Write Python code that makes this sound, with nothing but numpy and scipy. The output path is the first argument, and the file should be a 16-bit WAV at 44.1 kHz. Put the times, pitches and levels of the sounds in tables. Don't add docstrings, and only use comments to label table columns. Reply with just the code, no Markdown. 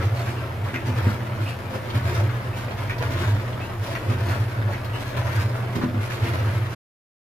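import sys
import numpy as np
from scipy import signal
from scipy.fft import rfft, irfft, next_fast_len
from scipy.io import wavfile
from scipy.ndimage import uniform_filter1d, map_coordinates

SR = 44100
rng = np.random.default_rng(int(sys.argv[2]) if len(sys.argv) > 2 else 0)


def waveform_to_disk(signal):
    frames = np.transpose(np.atleast_2d(signal))
    scaled = np.clip(frames, -1, 1) * 32767
    samples = np.round(scaled).astype(np.int16)
    wavfile.write(sys.argv[1], SR, samples)


N = 322812

# (start t/s, deepest mode gain/dB, hum gain/dB, sand gain/dB, jolt level/dB)
DRUM_TURNS = [(-.223, 4, 0.5, -3, -26), (0.849, 0.5, -1, -0.6, -26.5), (1.929, 0.5, 1.5, -1.2, -24),
              (3.0, 1, -1, 0, -30), (4.078, 1.5, 1, -1.5, -22.5), (5.146, -1.5, 2, 1.5, -35),
              (6.215, 0, 0.5, -1, -25.5)]
# (t/s into the turn, level/dB)
MOTOR_HUM = [(0, -26), (.08, -28.5), (.22, -34), (.35, -27.5), (.55, -31.5), (.79, -36.5), (.87, -35),
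             (.98, -37), (1.07, -35)]
# (t/s into the turn, level/dB)
DEEP_MODE = [(0, -32), (.05, -33), (.14, -27.5), (.25, -28.5), (.35, -40.5), (.47, -41), (.78, -37),
             (.9, -41.5), (1.05, -44)]
# (peak t/s, level/dB, half length/s)
LUMP_SLUMPS = [(.068, -21, 0.051), (0.13, -25, 0.023), (0.643, -26, 0.038), (0.904, -27.5, .04),
               (.992, -20.5, 0.012), (1.078, -17, 0.032), (1.428, -23, 0.042), (1.974, -23, 0.026),
               (2.061, -26, .02), (2.24, -20.5, 0.084), (2.497, -28, 0.027), (2.854, -25, 0.063),
               (3.148, -25, 0.033), (3.276, -26, .024), (3.334, -17.5, 0.047), (3.824, -26.5, 0.041),
               (4.106, -22.5, 0.033), (4.234, -24, 0.033), (4.328, -22, 0.034), (4.418, -21.5, 0.06),
               (4.597, -20.5, 0.045), (4.674, -24, 0.057), (4.943, -27, 0.065), (5.198, -27, 0.035),
               (5.381, -18.5, 0.04), (5.462, -20.5, 0.026), (5.983, -22.5, 0.05), (6.232, -24.5, 0.024),
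               (6.316, -25, .02), (6.402, -25, 0.034), (6.473, -23, 0.043), (6.57, -24.5, .027),
               (6.628, -25, .024)]
# (f/Hz, bandwidth/Hz, level/dB)
DRUM_MODES = [(99.6, 5.5, -1.5), (109.8, 7, -3), (128.9, 2.5, -1.5), (138.2, 2.1, -6.5), (167, 30, -15.5)]

def motor_and_drum(rattle_db):
    t = np.arange(N) / SR
    mains_hz = 60 + .08 * wobble(3)
    hum_db = through_turn(MOTOR_HUM, gain_column=2)
    hum = amp(hum_db + 1.1 * wobble(5.4)) * tone(2 * mains_hz)
    hum_cycles = np.cumsum(2 * mains_hz) / SR
    deep_db = through_turn(DEEP_MODE, gain_column=1)
    deep = amp(deep_db - 1 + 1.1 * wobble(5.8)) * tone(hz=88.3 + 1.257 * wobble(8.8))
    booms = np.zeros(N)
    for s, db, length in LUMP_SLUMPS:
        near = slice(*np.searchsorted(t, [s - 4 * length, s + 4 * length]))
        age = t[near] - s
        boom_hz = rng.normal(103.4, 1.1)
        cycles = np.interp(s, t, hum_cycles) + boom_hz * age
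        booms[near] += amp(db) * np.exp(-(age / length) ** 2) * np.sqrt(2) * np.sin(2 * np.pi * cycles)
    tumbling = resonate(rng.standard_normal((2, N)), DRUM_MODES)
    tumbling = coloured(tumbling, [(55, -26.5), (85, -10.5), (100, 6.5), (170, -4), (300, -7.5)])
    mid, side = steady(tumbling, seconds=.3)
    rumble_db = -34.5 + .73 * (rattle_db - rattle_db.mean())
    rumble = amp(rumble_db) * (mid + amp(-15.5) * np.array([side, -side]))
    shaft = amp(-60) * tone(mains_hz / 2)
    return (hum + deep + booms + rumble) * amp([[-.35], [.35]]) + shaft


# (t/s into the turn, hold/s, rattle level/dB, sand level/dB)
LOAD_SURGES = [(0.01, 0.016, -33, -46), (0.107, 0.032, -35, -49), (0.163, 0.11, -39, -48.5),
               (0.246, .02, -47.5, -67), (0.313, 0.26, -44, -63), (0.4, .02, -50.5, -55),
               (0.605, 0.042, -63.5, -53), (0.858, 0.055, -43, -51.5), (0.98, 0.076, -51.5, -57.5)]
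# (t/s, hold/s, level/dB)
SAND_SLIDES = [(.154, 0.028, -47), (.244, .07, -50), (1.405, 0.13, -53.5), (2.135, 0.033, -44.5),
               (2.555, 0.076, -52), (2.772, 0.027, -48.5), (3.195, 0.069, -45.5), (3.82, 0.1, -48.5),
               (4.29, .04, -46), (4.71, 0.032, -52), (4.993, 0.058, -47), (5.35, 0.03, -49),
               (5.55, .02, -60.5), (6.005, .02, -60), (6.1, 0.047, -48), (6.24, 0.015, -46),
               (6.49, 0.079, -54), (6.715, 0.019, -47.5)]

def load_levels():
    rattle, grit = [], list(SAND_SLIDES)
    for start, _, _, sand_gain_db, _ in DRUM_TURNS:
        for at, hold, rattle_db, sand_db in LOAD_SURGES:
            rattle.append((start + at, hold, rattle_db))
            grit.append((start + at, hold, sand_db + sand_gain_db))
    return (swells(rattle, idle_db=-40, attack_s=.033, release_s=.058) + .4 * wobble(22),
            swells(grit, idle_db=-59.5, attack_s=.035, release_s=.065) + .22 * wobble(16))


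# (f/Hz, level/dB)
TEETH_SPECTRUM = [(60, -29.5), (140, 0), (280, 1.5), (420, 0.5), (650, 0.5), (790, -7.5), (1000, -5.5),
                  (1600, -4.5), (2300, -9.5), (3300, -17.5), (5000, -30), (8000, -38.5), (15500, -37)]
# (f/Hz, bandwidth/Hz, level/dB)
WALL_MODES = [(203.4, 11.2, 2), (250, 2.9, -1.5), (338.3, 20, 2.5), (372, 21, 3), (516.6, 19, 1.5),
              (589, 28, 0), (670.6, 22, 1.5), (948, 110, -4), (1310, 34, -8.5), (5100, 74, -22.5)]

def gear(rattle_db):
    swell = amp(rattle_db - rattle_db.mean())
    teeth = spread(impacts(rate=600, scatter_db=5) * swell, direct_db=-2.5)
    wall_blows = spread(impacts(rate=500, scatter_db=8.5) * swell, direct_db=-3)
    clatter = amp(3) * coloured(teeth, TEETH_SPECTRUM)
    ringing = amp(-.5) * resonate(wall_blows, WALL_MODES)
    return amp(rattle_db.mean()) * (clatter + ringing)


# (f/Hz, level/dB)
SAND_SPECTRUM = [(300, -7.5), (900, -1), (1700, 2), (2600, -1.5), (3500, -6), (5000, -10), (6500, -12),
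                 (8600, -14), (10000, -15), (11300, -13), (13500, -18), (15500, -24.5)]

def sand(sand_db):
    grit = impacts(rate=900, scatter_db=4) * amp(1.53 * wobble(45))
    return amp(sand_db + 10) * coloured(spread(grit, direct_db=-2.5), SAND_SPECTRUM)


# (t/s into the turn, f/Hz, half bandwidth/Hz, length/s)
BLADE_SCRAPE = (0.23, 1400, 270, 0.044)
# (t/s, level/dB, f/Hz, half bandwidth/Hz, length/s)
STRAY_SCRAPES = [(0.264, -31, 1590, 600, 0.042), (0.367, -34, 1400, 400, 0.023),
                 (0.658, -27.5, 900, 349, 0.022), (1.901, -32.5, 2950, 745, 0.013),
                 (2.29, -31.5, 1600, 600, 0.032), (2.707, -29, 1032, 920, 0.027),
                 (3.53, -40, 3070, 400, .016), (4.686, -28.5, 715, 280, 0.044),
                 (4.723, -32.5, 1940, 550, 0.052), (5.814, -27, 1040, 499, 0.045),
                 (6.237, -33, 2030, 603, 0.073)]

def scrapes():
    track, t = np.zeros(N), np.arange(SR // 4) / SR
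    blade_db = -31.5
    blade = [(start + BLADE_SCRAPE[0], blade_db, *BLADE_SCRAPE[1:]) for start, *_ in DRUM_TURNS]
    for s, db, hz, width, length in blade + STRAY_SCRAPES:
        slips = rng.standard_normal(len(t)) * amp(2 * rng.standard_normal(len(t)))
        band = unit(filtered(slips, lambda f: 1 / (1 + np.abs((f - hz) / width) ** 1.6)))
        tick = np.sin(2 * np.pi * hz * t) * np.exp(-t * width)
        add(track, s, amp(db - 5) * (band * np.exp(-(t / length) ** 2) + .8 * tick))
    return spread(track, direct_db=2.5)


# (t/s, level/dB)
RIM_STRIKES = [(.742, -27.5), (0.752, -31.5), (.759, -28.5), (0.77, -36.5), (2.897, -28), (2.907, -30),
               (2.917, -35.5), (2.93, -35.5), (3.952, -27.5), (3.96, -31), (6.107, -35), (6.118, -35.5)]
# (f/Hz, level/dB, T60/s)
RIM_MODES = [(1510, -10.5, .06), (1717, -1.5, 0.054), (1940, 2.5, 0.08), (2150, -8, 0.042),
             (2314, -3.5, .08), (2540, -3.5, .07), (3105, -13.5, .08), (3460, -10.5, 0.081)]
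# (f/Hz, level/dB)
CRACK_SPECTRUM = [(400, -14), (1200, 0.5), (1800, 5), (2600, 2.5), (3400, -17), (5000, -18), (12000, -30.5)]

def rim_clanks():
    track, t = np.zeros(N), np.arange(SR // 4) / SR
    for s, db in RIM_STRIKES:
        ring = np.zeros(len(t))
        for hz, level, t60 in RIM_MODES:
            envelope = amp(rng.normal(level, 1.5)) * decay(t, t60)
            cycles = hz * rng.normal(1, .005) * t + rng.random()
            ring += envelope * np.sin(2 * np.pi * cycles)
        crack = coloured(rng.standard_normal(len(t)), CRACK_SPECTRUM) * decay(t, t60=.056)
        add(track, s, amp(db) * (amp(-7) * ring + amp(2) * crack))
    return spread(track, direct_db=4.5)


# (t/s, level/dB, f/Hz, rise/(Hz/s), length/s, jitter/Hz)
DRY_SPOTS = [(0.359, -41.5, 2770, 300, .04, 140), (1.456, -38.5, 2605, 2560, 0.067, 170),
             (2.527, -43, 2550, 3480, .04, 160), (3.607, -40, 2460, 7090, 0.045, 54.2),
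             (4.931, -40, 2840, 1510, 0.037, 160)]

def squeaks():
    track, t = np.zeros(N), np.arange(SR // 4) / SR
    flutter_hz = 250
    for s, db, hz, rise, length, jitter_hz in DRY_SPOTS:
        noise = rng.standard_normal((2, len(t)))
        jitter, flutter = unit(filtered(noise, lambda f: 1 / (1 + (f / flutter_hz) ** 2)))
        envelope = (1 - np.exp(-t / .0047)) * np.exp(-(t / length) ** 2) * unit(amp(2.1 * flutter))
        add(track, s, amp(db) * envelope * tone(hz + rise * t + jitter_hz * jitter))
    return spread(track, direct_db=4)


# (t/s, level/dB)
GRIT_HITS = [(.983, -41), (1.952, -44), (2.095, -35), (2.984, -36), (3.023, -41), (3.868, -37.5),
             (4.289, -34), (4.845, -35), (5.098, -40), (5.753, -34.5), (6.333, -40)]
# (f/Hz, level/dB)
SPATTER_SPECTRUM = [(600, -13), (2500, 6), (4500, 6), (8500, -11), (12000, 1), (15500, -8)]

def grit_spatters():
    track, t = np.zeros(N), np.arange(SR // 4) / SR
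    for s, db in GRIT_HITS:
        add(track, s, amp(db - 3) * decay(t, t60=.07) * rng.standard_normal(len(t)))
    return spread(filtered(track, lambda f: amp(along(SPATTER_SPECTRUM, f))), direct_db=-1)


# (t/s, level/dB, clack gain/dB, tilt/(dB/octave))
BLOWS = [(.735, -19, -10.5, 0), (.892, -27, -13, 10), (1.068, -10.5, -18, -1.5), (4.59, -22.5, -24, 2),
         (5.754, -18, 1.5, 9), (5.766, -13, -16, 1), (5.797, -13, -22, 2.5), (5.813, -17.5, -7, -2.5),
         (5.825, -22, -2, 7), (5.837, -8.5, -14, -3.5), (5.942, -18, -22, 1.5)]
# (f/Hz, level/dB, T60/s)
BUCKET_MODES = [(162.5, -7, .1), (206, -0.5, 0.13), (252.2, 5, .21), (285, -4.5, 0.083), (333.7, -4, .18),
                (368, -9.5, 0.12), (508, -15, 0.16)]

def knocks():
    thuds, clacks, t = np.zeros(N), np.zeros(N), np.arange(SR // 2) / SR
    jolts = [(start + .019, jolt_db, 3, 0) for start, *_, jolt_db in DRUM_TURNS]
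    for s, db, clack_db, tilt_db in jolts + BLOWS:
        ring = np.zeros(len(t))
        for hz, level, t60 in BUCKET_MODES:
            cycles = hz * rng.normal(1, .018) * t
            mode_db = rng.normal(level, .5) + tilt_db * np.log2(hz / BUCKET_MODES[0][0])
            ring += amp(mode_db) * decay(t, t60) * np.sin(2 * np.pi * cycles)
        ring *= 1 - np.exp(-t / .0012)
        add(thuds, s, amp(db - 23.5) * unit(ring))
        clack = (1 - np.exp(-t / .0015)) * decay(t, t60=.08) * rng.standard_normal(len(t))
        add(clacks, s, amp(db + clack_db + 1.5) * clack)
    clacks = filtered(clacks,
                      lambda f: 1j * f / (150 + 1j * f) / (1 + 1j * f / 1200) / (1 + 1j * f / 2500))
    return spread(thuds + clacks, direct_db=5) * amp([[-1], [1]])


# (f/Hz, T60/s)
REVERB_TIMES = [(100, 0.28), (500, 0.14), (2500, 0.16), (12000, 0.12)]
# (f/Hz, side minus mid level/dB)
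STEREO_WIDTH = [(60, -2.5), (200, -16.5), (380, -10), (700, -3.5), (1300, 0), (2400, -3), (4400, 2.5),
                (8100, -5.5), (15000, 1)]

def spread(x, direct_db):
    hop, onset = SR // 12, SR // 1000
    window = np.sin(np.pi * np.arange(2 * hop) / (2 * hop))
    pieces = np.lib.stride_tricks.sliding_window_view(np.pad(x, (hop, 2 * hop)), 2 * hop)[::hop] * window
    hz, t, noise = signal.stft(rng.standard_normal((2, len(pieces), SR // 7)), SR, nperseg=256)
    tails = signal.istft(noise * decay(t, along(REVERB_TIMES, hz)[:, None]), SR, nperseg=256)[1]
    tails /= np.linalg.norm(tails, axis=-1, keepdims=True)
    tails[1, :, :onset] += amp(direct_db) * rng.standard_normal((len(pieces), onset)) / np.sqrt(onset)
    rings = signal.fftconvolve(pieces[None], tails, axes=-1)
    mid, side = np.zeros((2, N + hop))
    for k in range(len(pieces)):
        add(mid, k * hop / SR, rings[0, k])
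        add(side, k * hop / SR, rings[1, k])
    mid = mid[hop:] + amp(direct_db) * x
    side = filtered(side[hop:], lambda f: amp(along(STEREO_WIDTH, f)))
    return np.array([mid + side, mid - side]) / np.hypot(1, amp(direct_db))


# (t/s, firing f/Hz, level/dB)
FAR_ENGINE = [(0, 42, -53.5), (1.8, 43, -62), (2.15, 45.5, -48), (2.6, 53.1, -49), (3.1, 43.8, -42),
              (3.85, 38.2, -53), (4.15, 41.9, -46.5), (4.95, 47.7, -46), (5.25, 55, -49),
              (5.6, 53.4, -76.5)]
# (f/Hz, level/dB)
AIR_SPECTRUM = [(20, -15.5), (32, -3), (60, -5.5), (200, -4), (1000, -10.5), (3000, -25.5), (8000, -39),
                (11500, -34), (15500, -38)]

def yard():
    times, *columns = np.transpose(FAR_ENGINE)
    firing_hz, db = [np.interp(np.arange(N) / SR, times, column) for column in columns]
    air = coloured(rng.standard_normal(N) + .32 * rng.standard_normal((2, N)), AIR_SPECTRUM)
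    return amp(db + wobble(6.3)) * tone(firing_hz) + amp(-39) * air


def through_turn(rows, gain_column):
    t, turns = np.arange(N) / SR, np.array(DRUM_TURNS)
    turn = np.searchsorted(turns[:, 0], t) - 1
    db = np.interp(t - turns[turn, 0], *np.transpose(rows)) + turns[turn, gain_column]
    return uniform_filter1d(db, SR // 40)


def swells(rows, idle_db, attack_s, release_s):
    t, power = np.arange(N) / SR, np.full(N, amp(idle_db) ** 2)
    for s, hold, db in rows:
        near = slice(*np.searchsorted(t, [s - attack_s, s + hold + 10 * release_s]))
        age = t[near] - s
        rise = np.clip(age / attack_s + .5, 0, 1)
        fall = np.exp(-np.maximum(age - hold, 0) / release_s)
        power[near] += (amp(db) * rise * fall) ** 2
    return 10 * np.log10(power)


def impacts(rate, scatter_db):
    pulses = (rng.random(N) < rate / SR) * rng.choice([-1, 1], N)
    return unit(pulses * amp(scatter_db * np.clip(rng.standard_normal(N), -2, 2)))


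def resonate(x, modes):
    return unit(filtered(x, lambda f: sum(
        (-1) ** k * amp(db) * 1j * f * width / (hz * hz - f * f + 1j * f * width)
        for k, (hz, width, db) in enumerate(modes))))


def coloured(x, spectrum):
    return unit(filtered(x, lambda hz: amp(along(spectrum, hz))))


def filtered(x, response):
    n = x.shape[-1]
    padded = next_fast_len(n + SR // 2)
    return irfft(rfft(x, padded) * response(np.fft.rfftfreq(padded, 1 / SR)), padded)[..., :n]


def steady(x, seconds):
    size = int(seconds * SR / 2)
    power = uniform_filter1d(uniform_filter1d(x * x, size), size)
    return x / np.sqrt(np.abs(power) + 1e-6)


def along(points, hz):
    f, values = np.transpose(points)
    return np.interp(np.log(hz + 1), np.log(f + 1), values)


def wobble(rate):
    return map_coordinates(rng.standard_normal(int(N * rate / SR) + 4), [np.arange(N) * rate / SR])


def tone(hz):
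    return np.sqrt(2) * np.sin(2 * np.pi * np.cumsum(hz) / SR)


def decay(t, t60):
    return amp(-60 * t / t60)


def amp(db):
    return 10 ** (np.asarray(db) / 20)


def unit(x):
    return x / np.sqrt(np.mean(x ** 2) + 1e-20)


def add(track, s, sound):
    if s >= 0:
        part = track[round(s * SR):][:len(sound)]
        part += sound[:len(part)]


def scene():
    rattle_db, sand_db = load_levels()
    steel = gear(rattle_db) + sand(sand_db) + scrapes() + rim_clanks() + squeaks() + grit_spatters()
    left, right = steel * amp([[.5], [-.5]]) + motor_and_drum(rattle_db)
    mixer = np.array([left, np.roll(right, 2)])
    return mixer + knocks() + yard()


def record(dry):
    end_s, top_hz = 6.75, 15680
    fade = np.clip((end_s - np.arange(N) / SR) / .012, 0, 1)
    return filtered(dry * fade, lambda hz: np.clip((top_hz - hz) / 150, 0, 1))


dry = scene()
out = record(dry)
waveform_to_disk(out)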